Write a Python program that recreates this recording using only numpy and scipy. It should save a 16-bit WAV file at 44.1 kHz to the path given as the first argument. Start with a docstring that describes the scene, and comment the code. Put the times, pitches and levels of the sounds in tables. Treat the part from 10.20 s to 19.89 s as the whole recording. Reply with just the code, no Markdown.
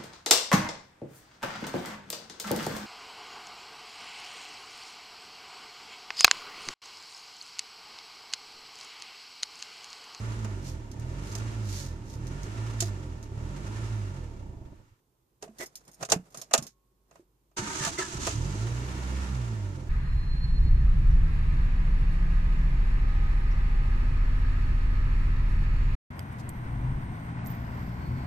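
"""Inside a small car, a four-cylinder engine idles unevenly, revving up and sinking as its fuel comes
and goes, while a hand fumbles with the keys. Switched off, it shudders to rest. The key scrapes into
the ignition lock and clacks round, and the other keys jingle against each other. Then the starter's
gears whirr, the engine catches, the key springs back, and the revs swell and sink again."""
import sys
import numpy as np
from scipy import signal
from scipy.fft import rfft, irfft, next_fast_len
from scipy.io import wavfile
from scipy.ndimage import uniform_filter1d

SR = 44100
rng = np.random.default_rng(int(sys.argv[2]) if len(sys.argv) > 2 else 0)


def store_pcm(level_fs):
    """Save levels as 16-bit WAV."""
    pcm = np.round(np.clip(level_fs, -1, 1) * 32767).astype(np.int16)
    wavfile.write(sys.argv[1], SR, np.atleast_2d(pcm).T)


N = 427329
T = np.arange(N) / SR

# Engine speed is counted in firings a second. 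The fuel cuts out at each peak of the idle:
# (time [s], speed [Hz], slowing [Hz/s])
FUEL_CUTS = [(0.155, 57.4, 43), (1.335, 57.3, 43.5), (2.535, 57.6, 45), (3.69, 57, 47)]
# the revs after the restart: (time [s], speed [Hz])
RESTART_REVS = [(8.1, 29.0), (8.15, 35), (8.3, 48.9), (8.5, 59.2), (8.7, 62.8), (8.9, 64.7), (9.08, 67.2),
                (9.4, 51.7), (9.69, 38.5)]
# the cabin's boom at 1, 2, 3 and 4 times the firing rate:
# (frequency [Hz], relative level coasting [dB], relative level with fuel [dB])
BOOM_1 = [(20, -63, -56), (31, -46, -57), (36.4, -49, -47), (41.7, -40, -39), (44, -47, -40),
          (49.4, -40, -39.5), (53, -48.5, -46), (56, -38.5, -41.5), (58, -39, -45), (61.6, -36, -39),
          (63.2, -32.5, -38), (65.6, -31, -31)]
BOOM_2 = [(40, -55, -46), (63.4, -44, -40.5), (73, -53, -48), (79.7, -37.5, -40.5), (88.5, -45, -39.5),
          (93.6, -36, -52), (99.3, -32.5, -44), (111.6, -32.5, -33), (116.5, -33.5, -34.5),
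          (121.4, -30.5, -36.5), (129.4, -35.5, -45.5), (134, -44, -50)]
BOOM_3 = [(70, -51, -42), (95.5, -45.5, -47), (108.6, -44.5, -37), (122.5, -47, -37.5), (129.6, -39, -41),
          (140.8, -48.5, -41), (149, -67, -45), (164, -59, -70), (178, -57.5, -64), (198.6, -46.5, -44)]
BOOM_4 = [(125, -53, -50), (151, -64, -45.5), (170, -54, -56), (182, -57, -49.5), (205, -58, -51),
          (222, -47.5, -53), (241, -66.5, -60), (270, -54, -52)]
# weaker engine tones; the one near 12 is a belt's whine: (multiple of firing rate, relative level [dB])
OVERTONES = [(5, -59.5), (6, -58), (7, -59.5), (8, -62.5), (9, -66), (10, -66), (12.25, -60), (15, -68)]
# how the cabin passes those tones: (frequency [Hz], gain [dB])
CABIN_GAIN = [(60, 2), (160, 0), (205, 0.5), (250, -7), (295, 2.5), (350, 0), (385, -0.5), (440, -5.5),
              (520, -0.5), (720, -8.5), (920, -7), (1300, -8)]

# how things ring when struck: (frequency [Hz], relative level [dB], time to fade by 60 dB [s])
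JOLT_RING = [(68, -47, .1), (102, -40, 0.095), (205, -46.5, 0.057), (300, -50, .04), (378, -49.5, 0.054)]  # the car's body, on uneven firings
CHUG_RING = [(45, -54, 0.11), (104, -36, 0.081), (330, -50, .04), (904, -63, 0.034)]  # the car's body, as the engine stops
LOCK_RING = [(440, -12.5, 0.11), (517, -9, 0.029), (668.5, -4, 0.099), (840, -11.5, 0.022),
             (1015, -8, 0.038), (1235, -7.5, 0.068), (1884, -14.5, 0.058)]  # the lock barrel and its cover
KEY_RING = [(5400, -3, 0.07), (6480, 0, 0.045), (6780, -2, 0.05), (7690, -11, 0.05), (9090, -4, 0.045),
            (9330, -4, 0.05), (10050, -9, 0.04), (12000, -6, 0.045), (12150, -5, .04), (13750, -11, .04)]
# pitches that metal casings boost: (frequency [Hz], width [Hz], boost [dB])
ENGINE_BLOCK = [(376, 34, 6), (963, 87, 3), (1373, 130, 4.5), (1784, 21, 8.5), (2270, 100, 2),
                (2786, 89, 4.5)]
STARTER_CASE = [(376, 27, 12.5), (710, 75, 5.5), (980, 60, 1), (1287, 66, 6.5), (1780, 37, 7)]

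# the tone colour of each noise: (frequency [Hz], relative level [dB])
SHUDDER_COLOUR = [(20, -15), (35, 2), (60, -1.5), (100, 12), (135, 1.5), (170, -21), (300, -36)]
RUMBLE_COLOUR = [(88, -28), (150, -2.5), (167, -7.5), (200, -0.5), (238, -8), (301, -3), (377, -10),
                 (469, -15), (658, -13.5), (737, -22), (916, -12), (1040, -28.5), (1200, -28), (1560, -55),
                 (2640, -120)]
VALVE_COLOUR = [(470, -39), (800, -6.5), (916, -4.5), (1160, -3.5), (1390, -3.5), (1530, -6.5),
                (1820, -5.5), (2060, -7.5), (2730, -10.5), (3120, -12), (4400, -14), (6600, -13.5),
                (11900, -29.5), (13900, -38), (15000, -46)]
CABIN_COLOUR = [(15, -43.5), (25, -8), (44, 1), (81, -9), (125, -0.5), (158, -7.5), (286, -10.5),
                (354, -6.5), (673, -20), (1030, -15), (1120, -19.5), (1860, -28), (11500, -30),
                (13800, -26), (15000, -30.5)]
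SNAP_COLOUR = [(1410, -36), (2400, -15), (3310, -9.5), (3580, -8.5), (3720, -9.5), (4470, -6.5), (5170, -6),
               (6760, -0.5), (7700, -7.5), (13800, -23), (15000, -31)]
COVER_COLOUR = [(150, -31.5), (250, -11), (300, -20), (410, -6.5), (544, -4.5), (673, 0), (921, -9.5),
                (1250, -8.5), (1560, -10.5), (1950, -17), (2310, -18), (2460, -14.5), (2800, -12.5),
                (3640, -42), (6160, -120)]
KEY_COLOUR = [(1500, -8), (3000, -9.5), (4200, -2.5), (6400, -1), (8000, -9), (10500, -13), (14000, -17.5),
              (16000, -39.5)]
RUSTLE_COLOUR = [(40, -12.5), (75, -13.5), (140, 0), (250, -6), (450, -5.5), (800, -9), (1500, -14),
                 (3000, -23), (6500, -21), (12000, -28.5), (15000, -40)]
SCRAPE_COLOUR = [(88, -42), (150, -16), (243, -20), (350, -3), (486, -5.5), (1160, -14.5), (1730, -11),
                 (1980, 1), (2450, -20), (5100, -20), (5610, -14.5), (10200, -25), (12100, -27),
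                 (14200, -24), (15000, -80)]
GEAR_COLOUR = [(41, -27), (70, -8), (130, -5.5), (256, -3), (365, -5.5), (453, -10), (666, -13), (742, -12),
               (922, 0.5), (1030, -5.5), (1270, -2), (1580, -3), (1740, -7), (2190, -7.5), (2800, -24),
               (3640, -45), (6160, -120)]
BRUSH_COLOUR = [(1470, -19), (2500, -7), (2860, -4), (3200, -7), (4040, -6), (5370, -5.5), (6430, -1),
                (9500, -15), (10800, -21.5), (12200, -25), (14300, -37), (15000, -49)]
ROCKING_COLOUR = [(20, -6), (40, -1), (90, 4), (200, -7), (260, -3), (380, -1.5), (480, -12), (900, -33)]
# how noise spreads to the two sides: (frequency [Hz], likeness [-1 to 1], left minus right [dB])
STEREO = [(60, 0.92, -4.5), (130, 0.93, -2), (288, 0.81, -2.5), (450, 0.48, -1.5), (680, 0.41, -1),
          (1355, -0.51, -5), (2500, 0.15, 1.5), (4394, 0.024, 0.5), (7300, -0.053, -9), (15000, 0.31, 0)]

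# the key catches in the lock: (time [s], relative snap level [dB], relative cover level [dB])
CLACKS = [(0.245, -46.5, -40), (1.153, -54, -44), (2.604, -27, -53), (2.621, -33.5, -41),
          (5.224, -42.5, -42.5), (5.278, -67, -58), (5.808, -53, -46), (5.826, -35, -32),
          (5.849, -40.5, -52), (5.888, -49, -38.5), (5.899, -30.5, -41), (5.919, -14.5, -19.5),
          (6.144, -45, -45.5), (6.217, -50, -50), (6.31, -47.5, -38), (6.332, -31, -40.5),
          (6.336, -14, -16.5), (6.377, -28.5, -37), (6.91, -64, -56), (6.955, -63.5, -54),
          (7.313, -78.5, -70), (7.648, -31, -41.5), (7.674, -36, -41), (7.784, -41, -47),
          (8.068, -29.5, -27)]
# springs sing after hard clacks: (time [s], frequency [Hz], level [dB], time to fade by 60 dB [s])
SPRINGS = [(5.921, 6270, -75, .5), (6.376, 1100, -51, .22), (6.337, 1092, -74, 2.2)]
# dull knocks of lock and starter:
# (time [s], relative level [dB], frequency [Hz], time to fade by 60 dB [s])
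THUMPS = [(0.245, -37, 210, 0.072), (0.249, -35, 658, .06), (2.621, -31, 348, 0.083),
          (2.623, -32.5, 680, .1), (5.228, -36.5, 420, 0.068), (5.277, -44, 656, .06),
          (5.29, -46.5, 220, 0.15), (5.4, -37, 362, 0.062), (5.928, -28, 440, 0.1),
          (5.961, -27, 174.7, 0.1), (6.381, -39, 230, 0.084), (6.388, -33, 144, 0.092),
          (6.42, -38.5, 226, 0.074), (6.995, -49, 350, 0.086), (7.384, -35.5, 348, 0.084),
          (7.39, -32, 120, .08), (7.42, -33.5, 205, 0.18), (7.606, -31.5, 135, .18),
          (7.668, -34.5, 170, 0.11), (7.672, -31, 677, .12), (7.785, -32.5, 372, 0.2),
          (7.95, -28, 125, 0.076), (8.072, -31.5, 440, .08)]
# fingers slide over the key fob: (time [s], rise and fall time [s], level [dB])
FOB_RUBS = [(0.482, 0.047, -48), (1.112, 0.065, -52), (1.569, 0.1, -43), (1.918, 0.059, -57),
            (2.645, 0.042, -45.5)]
# keys touch each other: (time [s], relative tick level [dB], relative ring level [dB])
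JINGLES = [(0.715, -43.5, -66), (0.797, -48, -54), (1.117, -42.5, -62), (1.152, -33.5, -54),
           (1.179, -41, -61), (1.899, -46, -65), (1.932, -48, -65), (2.07, -42, -72), (2.232, -42.5, -67),
           (2.604, -26, -32), (3.028, -44, -65), (5.385, -40, -46), (5.432, -52, -43), (5.46, -50, -45),
           (5.555, -39.5, -40), (5.572, -55, -48), (5.606, -63, -71), (5.651, -65, -63), (5.679, -57, -53),
           (5.715, -59, -54), (5.732, -60.5, -54), (5.744, -58, -53.5), (6.104, -63, -62),
           (6.123, -59, -64), (6.158, -55, -57), (6.173, -37, -41), (6.197, -57, -51), (6.215, -35.5, -40),
           (6.425, -40, -40), (6.467, -38.5, -43)]
# faint tones with the ignition on: (frequency [Hz], level [dB])
HUM_TONES = [(50, -70), (124, -80.5)]
# the hand grips the key: (time [s], rise and fall time [s], level [dB])
GRIPS = [(5.243, 0.017, -49.5), (5.424, 0.036, -52), (5.686, 0.012, -55.5), (5.828, 0.022, -44.5),
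         (5.935, 0.026, -36.5), (6.066, 0.013, -66), (6.182, 0.036, -53), (6.428, 0.042, -55.5),
         (6.961, 0.062, -64.5)]
# the starter strains to squeeze the air in a cylinder:
# (time [s], rise [s], fall [s], relative gear level [dB], relative brush level [dB])
STRAINS = [(7.373, 0.0067, 0.022, -34.5, -36.5), (7.463, 0.14, 0.086, -38, -47.5),
           (7.668, 0.089, 0.029, -34, -36), (7.792, 0.0088, 0.053, -31.5, -36.5),
           (8.06, 0.038, 0.097, -42.5, -43)]
# the starter's gliding tones: (time [s], frequency [Hz], relative level [dB])
GEAR_GROWL = [(7.37, 300, -62), (7.41, 305.6, -52), (7.5, 310.7, -53), (7.56, 319.7, -52.5),
              (7.63, 300, -48), (7.68, 290.8, -45), (7.72, 270, -62), (7.77, 335.3, -69), (7.8, 327.6, -48),
              (7.85, 324.8, -59), (7.95, 345, -60)]  # the teeth sink in pitch under strain, then recover
FIRST_SQUEAL = [(7.56, 1830, -60), (7.61, 1797, -45), (7.645, 1750, -40), (7.69, 1740, -52)]  # the small drive gear sings on the first squeeze
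SECOND_SQUEAL = [(7.768, 2090, -74), (7.778, 2000, -37), (7.801, 1980, -43), (7.825, 1760, -35.5),
                 (7.85, 1690, -48), (7.9, 1600, -71)]  # it squeals as it takes up the load
RUN_DOWN = [(8.15, 5300, -74), (8.26, 4920, -61), (8.33, 4650, -65), (8.37, 4430, -72), (8.44, 4120, -62),
            (8.58, 3680, -74)]  # the freed motor slows

# loudness of the engine's noises: (level at 50 firings a second [dB], gain per doubling of speed [dB],
# gain with fuel [dB], gain as it catches [dB], gain once switched off [dB])
SHUDDER_LEVELS = (-49.5, 1, 2, 5, 0)
RUMBLE_LEVELS = (-47, 3.5, 1.5, 6, -.5)
VALVE_LEVELS = (-51, 13.5, 2, 9.5, -1.5)
CYLINDER_PUSH = (.7, -.6, .3, -.4)  # each cylinder's push above or below the average
KEY_PITCHES = (0.982, 1.004, 0.993, 1.02)  # pitch factors of four keys of slightly different size
GROWL_TONES_DB = (-1.5, -10, -1.5, -2, -6.5)  # the growl's lowest tone and four overtones

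OFF_S, LAST_CHUG_S, STOPPED_S, CATCH_S = 4.05, 4.72, 4.79, 7.945
CRAWL_HZ = 24.9  # below this speed the engine is barely turning


def from_db(db):
    """Turn decibels into a gain."""
    return np.exp(np.asarray(db) * (np.log(10) / 20))


def rms_one(x):
    """Scale to an average power of 1."""
    return x / np.sqrt(np.mean(x ** 2) + 1e-20)


def at_hz(table, hz, column=1):
    """Look up a table at any frequency, blending between its rows."""
    table = np.array(table)
    return np.interp(np.log(hz + 1e-9), np.log(table[:, 0]), table[:, column])


def drift(rate):
    """A random wander of about 1 either way, with `rate` new values a second."""
    knots = rng.standard_normal(8192)
    return rms_one(np.interp(T * rate, np.arange(len(knots)), knots))


def swell(s, rise_s, fall_s):
    """A smooth hump of height 1 at time s."""
    return np.exp(-np.minimum(((T - s) / np.where(T < s, rise_s, fall_s)) ** 2, 50))


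def between(start, end, edge_s=.01):
    """1 between two times and 0 outside, with short ramps."""
    return np.clip((T - start) / edge_s, 0, 1) * np.clip((end - T) / edge_s, 0, 1)


def colour(pair, spectrum, peaks=()):
    """Give two signals a tone colour and spread them left and right, at power 1."""
    size = next_fast_len(N)
    hz = np.arange(size // 2 + 1) * SR / size + 1e-3
    edges = np.minimum(hz / spectrum[0][0], 1) * np.minimum(spectrum[-1][0] / hz, 1)
    boost_db = sum(db / (1 + (2 * (hz - centre) / width) ** 2) for centre, width, db in peaks)
    mid, side = rfft(pair, size) * from_db(at_hz(spectrum, hz) + boost_db) * edges ** 4
    alike = np.clip(at_hz(STEREO, hz), -1, 1)
    lean = from_db(at_hz(STEREO, hz, column=2) / 2)
    mid, side = mid * np.sqrt(1 + alike), side * np.sqrt(1 - alike)
    return rms_one(irfft([(mid + side) * lean, (mid - side) / lean], size)[:, :N])


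def noise(spectrum, peaks=()):
    """Stereo noise with a tone colour, at power 1."""
    return colour(rng.standard_normal((2, N)), spectrum, peaks)


def strikes(times, levels_db):
    """One click for each contact."""
    out = np.zeros(N)
    out[np.round(np.array(times) * SR).astype(int)] = from_db(levels_db)
    return out + 1e-18


def dying(clicks, rise_s, t60, tail_db, tail_t60):
    """The loudness of blows: a quick rise, a fast fade and the cabin's short echo."""
    def fall(seconds):
        return signal.lfilter([1], [1, -from_db(-120 / (seconds * SR))], clicks ** 2)
    power = fall(t60) + from_db(tail_db) ** 2 * fall(tail_t60)
    lag = np.exp(-1 / (rise_s * SR))
    return signal.lfilter([1 - lag], [1, -lag], np.sqrt(power))


def ring(clicks, hz, t60):
    """Each click starts a pure tone that fades by 60 dB in t60 seconds."""
    decay, step = np.exp(-np.log(1000) / (t60 * SR)), 2 * np.pi * hz / SR
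    return signal.lfilter([0, np.sin(step)], [1, -2 * decay * np.cos(step), decay * decay], clicks)


def engine_speed(ceiling_hz=65, climb_s=.41, brake_hz_per_s=58, catch_hz=19):
    """Firings a second: the revs climb and coast, friction stops them, and the restart lifts them."""
    surges = [np.where(T < s, ceiling_hz - (ceiling_hz - top) * np.exp((s - T) / climb_s),
                       top - slowing * (T - s)) for s, top, slowing in FUEL_CUTS]
    braking = brake_hz_per_s * (STOPPED_S - T)
    idle = np.maximum(np.minimum(np.max(surges, axis=0), braking), 0)
    restart = np.interp(T, *np.transpose([(CATCH_S - .02, 0), (CATCH_S, catch_hz), *RESTART_REVS]))
    return np.abs(uniform_filter1d(idle + restart, size=1764))


def doublings(rate):
    """How many times the speed has doubled from 50 firings a second."""
    return np.log2(np.maximum(rate, CRAWL_HZ) / 50)


def beats(firings, rate, length_s, steady, uneven_db):
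    """A loudness that pulses on every firing, each time by a different amount, over a steady part."""
    strength = from_db(uneven_db * rng.standard_normal(2048))[firings.astype(int)]
    age = firings % 1 / np.maximum(rate, 1) / length_s
    pulses = steady + strength * age * np.exp(1 - age)
    return pulses / np.sqrt(uniform_filter1d(pulses ** 2, size=5292))


def boom(firings, rate, fuelled, waver_db=.83, ragged_db=3, fuel_lead_rad=1.9):
    """The engine's tones glide with its speed and boom where the cabin's air rings along."""
    out = 0
    cycles = firings + .008 * drift(22)  # the crankshaft runs slightly ahead or behind
    for multiple, levels in enumerate((BOOM_1, BOOM_2, BOOM_3, BOOM_4), 1):
        angle = 2 * np.pi * multiple * cycles
        # burning fuel pushes against the pistons' own swing, so the boom dips as one takes over
        coasting = from_db(at_hz(levels, multiple * rate)) * np.cos(angle)
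        driven = from_db(at_hz(levels, multiple * rate, column=2)) * np.cos(angle + fuel_lead_rad)
        out += from_db(waver_db * drift(14)) * ((1 - fuelled) * coasting + fuelled * driven)
    speed_db = 3 * doublings(rate) - .5
    for multiple, db in OVERTONES:
        gain = from_db(db + speed_db + at_hz(CABIN_GAIN, multiple * rate) + ragged_db * drift(28))
        out += gain * np.sin(2 * np.pi * (multiple * cycles + rng.random()))
    return np.sqrt(2) * out


def jolts(firings, strokes, rate, fuelled, spread=.9, coasting_db=-9):
    """Unequal cylinders and patchy burning jolt the car, most as it revs up from low speed."""
    count = firings.astype(int)
    push = np.array(CYLINDER_PUSH)[count % 4] + spread * rng.uniform(-1, 1, 2048)[count]
    load_db = coasting_db * (1 - fuelled) - 3 * doublings(rate)
    blows = strokes * push * from_db(load_db) * np.minimum(rate / CRAWL_HZ, 1) ** 4 + 1e-18
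    return sum(ring(blows * from_db(db), hz, t60) for hz, db, t60 in JOLT_RING)


def engine(regular=.25, fade_below_hz=18, catch_fade_s=.35):
    """Each firing booms, thuds and rattles the valves; switched off, the pistons chug on air alone."""
    rate = engine_speed()
    firings = np.cumsum(rate) / SR
    firings += 1 - np.interp(LAST_CHUG_S, T, firings) % 1  # one stroke lands on the last chug
    strokes = np.diff(np.floor(firings), prepend=np.floor(firings[0]))
    fuelled = uniform_filter1d((np.gradient(rate) > 0) * 1.0, size=2646)  # 1 while the revs rise
    caught = (T > STOPPED_S) * np.exp(-(np.maximum(T - CATCH_S, 0) / catch_fade_s) ** 2)
    turning = np.minimum(rate / fade_below_hz, 1)
    off = between(OFF_S, STOPPED_S, edge_s=.037)
    shudder, rumble, valves = [
        from_db(db + speed_db * doublings(rate) + fuel_db * fuelled + catch_db * caught + off_db * off)
        for db, speed_db, fuel_db, catch_db, off_db in (SHUDDER_LEVELS, RUMBLE_LEVELS, VALVE_LEVELS)]
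    thuds = beats(firings, rate, length_s=.0084, steady=.54, uneven_db=.5)
    taps = beats(firings + .22, rate, length_s=.0088, steady=4.7, uneven_db=5.5)
    all_firing = swell(8.18, rise_s=.057, fall_s=.51)  # every cylinder joins in on the restart
    booming = turning * from_db(6 * all_firing - 3 * off) * boom(firings, rate, fuelled)
    unfired = strokes * off * turning ** 3
    chugs = sum(ring(unfired * from_db(db) + 1e-18, hz, t60) for hz, db, t60 in CHUG_RING)
    out = (booming + chugs + jolts(firings, strokes, rate, fuelled)) * from_db([[-1.8], [1.6]])
    out += shudder * colour(thuds * rng.standard_normal((2, N)), SHUDDER_COLOUR)
    # part of each thud is the same every time, part is random
    kicks = rms_one(strokes * from_db(.83 * drift(40)))
    knocks = regular * np.array([kicks, np.roll(kicks, 90)]) + thuds * rng.standard_normal((2, N))
    out += turning * rumble * colour(knocks, RUMBLE_COLOUR, ENGINE_BLOCK)
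    return turning * out + np.sqrt(turning) * valves * taps * noise(VALVE_COLOUR, ENGINE_BLOCK)


def cabin(level_db=-72.5):
    """The faint, steady hush inside the car."""
    return from_db(level_db) * noise(CABIN_COLOUR)


def lock():
    """Catches snap in the lock and shake its plastic cover, which dies away fast; springs sing on."""
    times, snap_db, cover_db = np.transpose(CLACKS)
    snap = dying(strikes(times, snap_db + 4.5), rise_s=.001, t60=.051, tail_db=-29, tail_t60=.15)
    cover = dying(strikes(times, cover_db + 3), rise_s=.0037, t60=.065, tail_db=-17, tail_t60=.16)
    out = snap * from_db(2 * drift(900)) * noise(SNAP_COLOUR) + cover * noise(COVER_COLOUR)
    for k, (hz, db, t60) in enumerate(LOCK_RING):
        blows = strikes(times + .001, cover_db + db + rng.standard_normal(len(times)))
        out += (-1) ** k * ring(blows, hz, t60) * from_db([[-1], [1]])
    return out + sum(ring(strikes([s], [db]), hz, t60) for s, hz, db, t60 in SPRINGS)


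def steering_column(bounce_s=.033, bounce_loss_db=12.5, overtone_db=-9, cutoff_hz=600):
    """Soft knocks bounce twice and ring the column with a low tone and a weaker, higher one."""
    out, bounce = 0, np.arange(3)
    for s, db, hz, t60 in THUMPS:
        blows = strikes(s + bounce_s * bounce, db + 2.5 - bounce_loss_db * bounce)
        out += ring(blows, hz, t60) - from_db(overtone_db) * ring(blows, 1.7 * hz, .5 * t60)
    muffle = signal.butter(2, cutoff_hz, fs=SR, output="sos")
    return signal.sosfilt(muffle, out) * from_db([[-1.5], [1.5]])


def keys(contacts=4, gap_s=.0036, loss_db=4, scatter_db=5, clink_width_hz=450):
    """Fingers brush the fob; keys touch in a quick run of ticks, each tick ringing one key."""
    touches, tick_db, ring_db = np.transpose(JINGLES)
    contact = np.arange(contacts)
    gaps = gap_s * rng.uniform(.3, 1.5, (len(touches), contacts)) * (contact > 0)
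    times = (touches[:, None] + np.cumsum(gaps, axis=1)).ravel()
    tick_db, ring_db = [(db[:, None] - loss_db * contact).ravel() for db in (tick_db, ring_db)]
    tick = dying(strikes(times, tick_db + 1), rise_s=.0002, t60=.012, tail_db=-12, tail_t60=.12)
    rub = sum(from_db(db) * swell(s, length, length) for s, length, db in FOB_RUBS)
    metal = noise(KEY_COLOUR, [(hz, clink_width_hz, 4 * from_db(db)) for hz, db, _ in KEY_RING])
    out = (tick * metal + rub * noise(KEY_COLOUR)) * from_db(2 * drift(400))
    for key, pitch in enumerate(KEY_PITCHES):
        struck = np.arange(len(times)) % len(KEY_PITCHES) == key
        for hz, db, t60 in KEY_RING:
            chance_db = scatter_db * rng.standard_normal((struck.sum(), 2))
            sides = [ring(strikes(times[struck], ring_db[struck] + db + luck), pitch * hz, t60)
                     for luck in chance_db.T]
            out += rng.choice([-1, 1], (2, 1)) * from_db([[-7.5], [-4.5]]) * np.array(sides)
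    return out


def ignition_hum():
    """A faint hum from when the ignition comes on until the starter turns."""
    on = np.interp(T, [5.2, 5.25, 7.4, 7.5], [0, 1, 1, 0])
    hum = sum(from_db(db) * np.sin(2 * np.pi * hz * T) for hz, db in HUM_TONES)
    return on * hum * from_db(1.5 * drift(11))


def hand(fumble_db=-66, slide_db=-36.5):
    """A sleeve rustles with each grip, and the key scrapes along the pins of its slot."""
    grips = sum(from_db(db) * swell(s, length, length) for s, length, db in GRIPS)
    moving = from_db(fumble_db) * between(5.21, 6.5) + grips
    sliding = from_db(slide_db) * swell(5.408, rise_s=.0095, fall_s=.036)
    rustle = moving * from_db(1.6 * drift(140)) * noise(RUSTLE_COLOUR)
    return rustle + sliding * from_db(2 * drift(500)) * noise(SCRAPE_COLOUR)


def starter(engage_s=7.363, freed_s=8.01, wobble=.02, grit=1.7):
    """Gear teeth knock in their case and the motor's sliding brushes hiss, louder with each strain."""
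    gear_strain = sum(from_db(db) * swell(s, rise, fall) for s, rise, fall, db, _ in STRAINS)
    brush_strain = sum(from_db(db) * swell(s, rise, fall) for s, rise, fall, _, db in STRAINS)
    engaged = np.clip((T - engage_s) / .021, 0, 1)
    free_for_s = np.maximum(T - freed_s, 0)  # once freed, the gears fade faster than the brushes
    gears = from_db(-.5) * np.hypot(gear_strain, from_db(-45 - 80 * free_for_s))
    brushes = from_db(4.5) * np.hypot(brush_strain, from_db(-47.5 - 21 * free_for_s))
    times, tooth_hz, _ = np.transpose(GEAR_GROWL)
    teeth = np.cumsum(np.interp(T, times, tooth_hz) * (1 + wobble * drift(90))) / SR
    knocks = rms_one(np.diff(np.floor(teeth), prepend=0) * from_db(2.8 * drift(300)))
    grinding = np.array([knocks, np.roll(knocks, 37)]) + grit * rng.standard_normal((2, N))
    whirr = colour(grinding, GEAR_COLOUR, STARTER_CASE)
    rattle = from_db(1.4 * drift(150) + 1.33 * drift(35))
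    return engaged * rattle * (gears * whirr + brushes * noise(BRUSH_COLOUR))


def gear_growl(wobble=.014, flutter_db=4.5):
    """The starter's teeth meet fast enough to make a tone, whose overtones each flutter on their own."""
    times, hz, db = np.transpose(GEAR_GROWL)
    teeth = np.cumsum(np.interp(T, times, hz) * (1 + wobble * drift(90))) / SR
    tones = sum(from_db(level + flutter_db * drift(45)) * np.sin(2 * np.pi * (k * teeth + rng.random()))
                for k, level in enumerate(GROWL_TONES_DB, 1))
    loudness = from_db(np.interp(T, times, db, left=-150, right=-150))
    return np.sqrt(2) * loudness * tones * from_db([[-1.5], [1.5]])


def engine_rocking(level_db=-45.5):
    """Turned over by the starter, the engine rocks on its mounts."""
    cranked = between(7.385, 7.97, edge_s=.014)
    return cranked * from_db(level_db + 2 * drift(40)) * noise(ROCKING_COLOUR)


def whine(glide, wobble, flutter_db):
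    """A spinning part of the starter sings a gliding, slightly rough tone."""
    times, hz, db = np.transpose(glide)
    cycles = np.cumsum(np.interp(T, times, hz) * (1 + wobble * drift(600))) / SR
    level_db = np.interp(T, times, db, left=-150, right=-150) + flutter_db * drift(120)
    return from_db(level_db) * np.sqrt(2) * np.sin(2 * np.pi * cycles)


def starter_whines():
    """The drive gear squeals twice under load, then the freed motor whines down."""
    squeals = sum(whine(glide, wobble=.045, flutter_db=2) for glide in (FIRST_SQUEAL, SECOND_SQUEAL))
    return squeals + whine(RUN_DOWN, wobble=.014, flutter_db=4)


def scene():
    """Everything as heard from the driver's seat."""
    machinery = engine() + starter() + starter_whines() + engine_rocking() + gear_growl()
    return machinery + lock() + hand() + steering_column() + keys() + cabin() + ignition_hum()


def record(dry, cutoff_hz=14950):
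    """Round off the loudest peaks and cut the highest treble."""
    return signal.sosfilt(signal.ellip(10, .2, 70, cutoff_hz, fs=SR, output="sos"), np.tanh(dry))


dry = scene()
out = record(dry)
store_pcm(out)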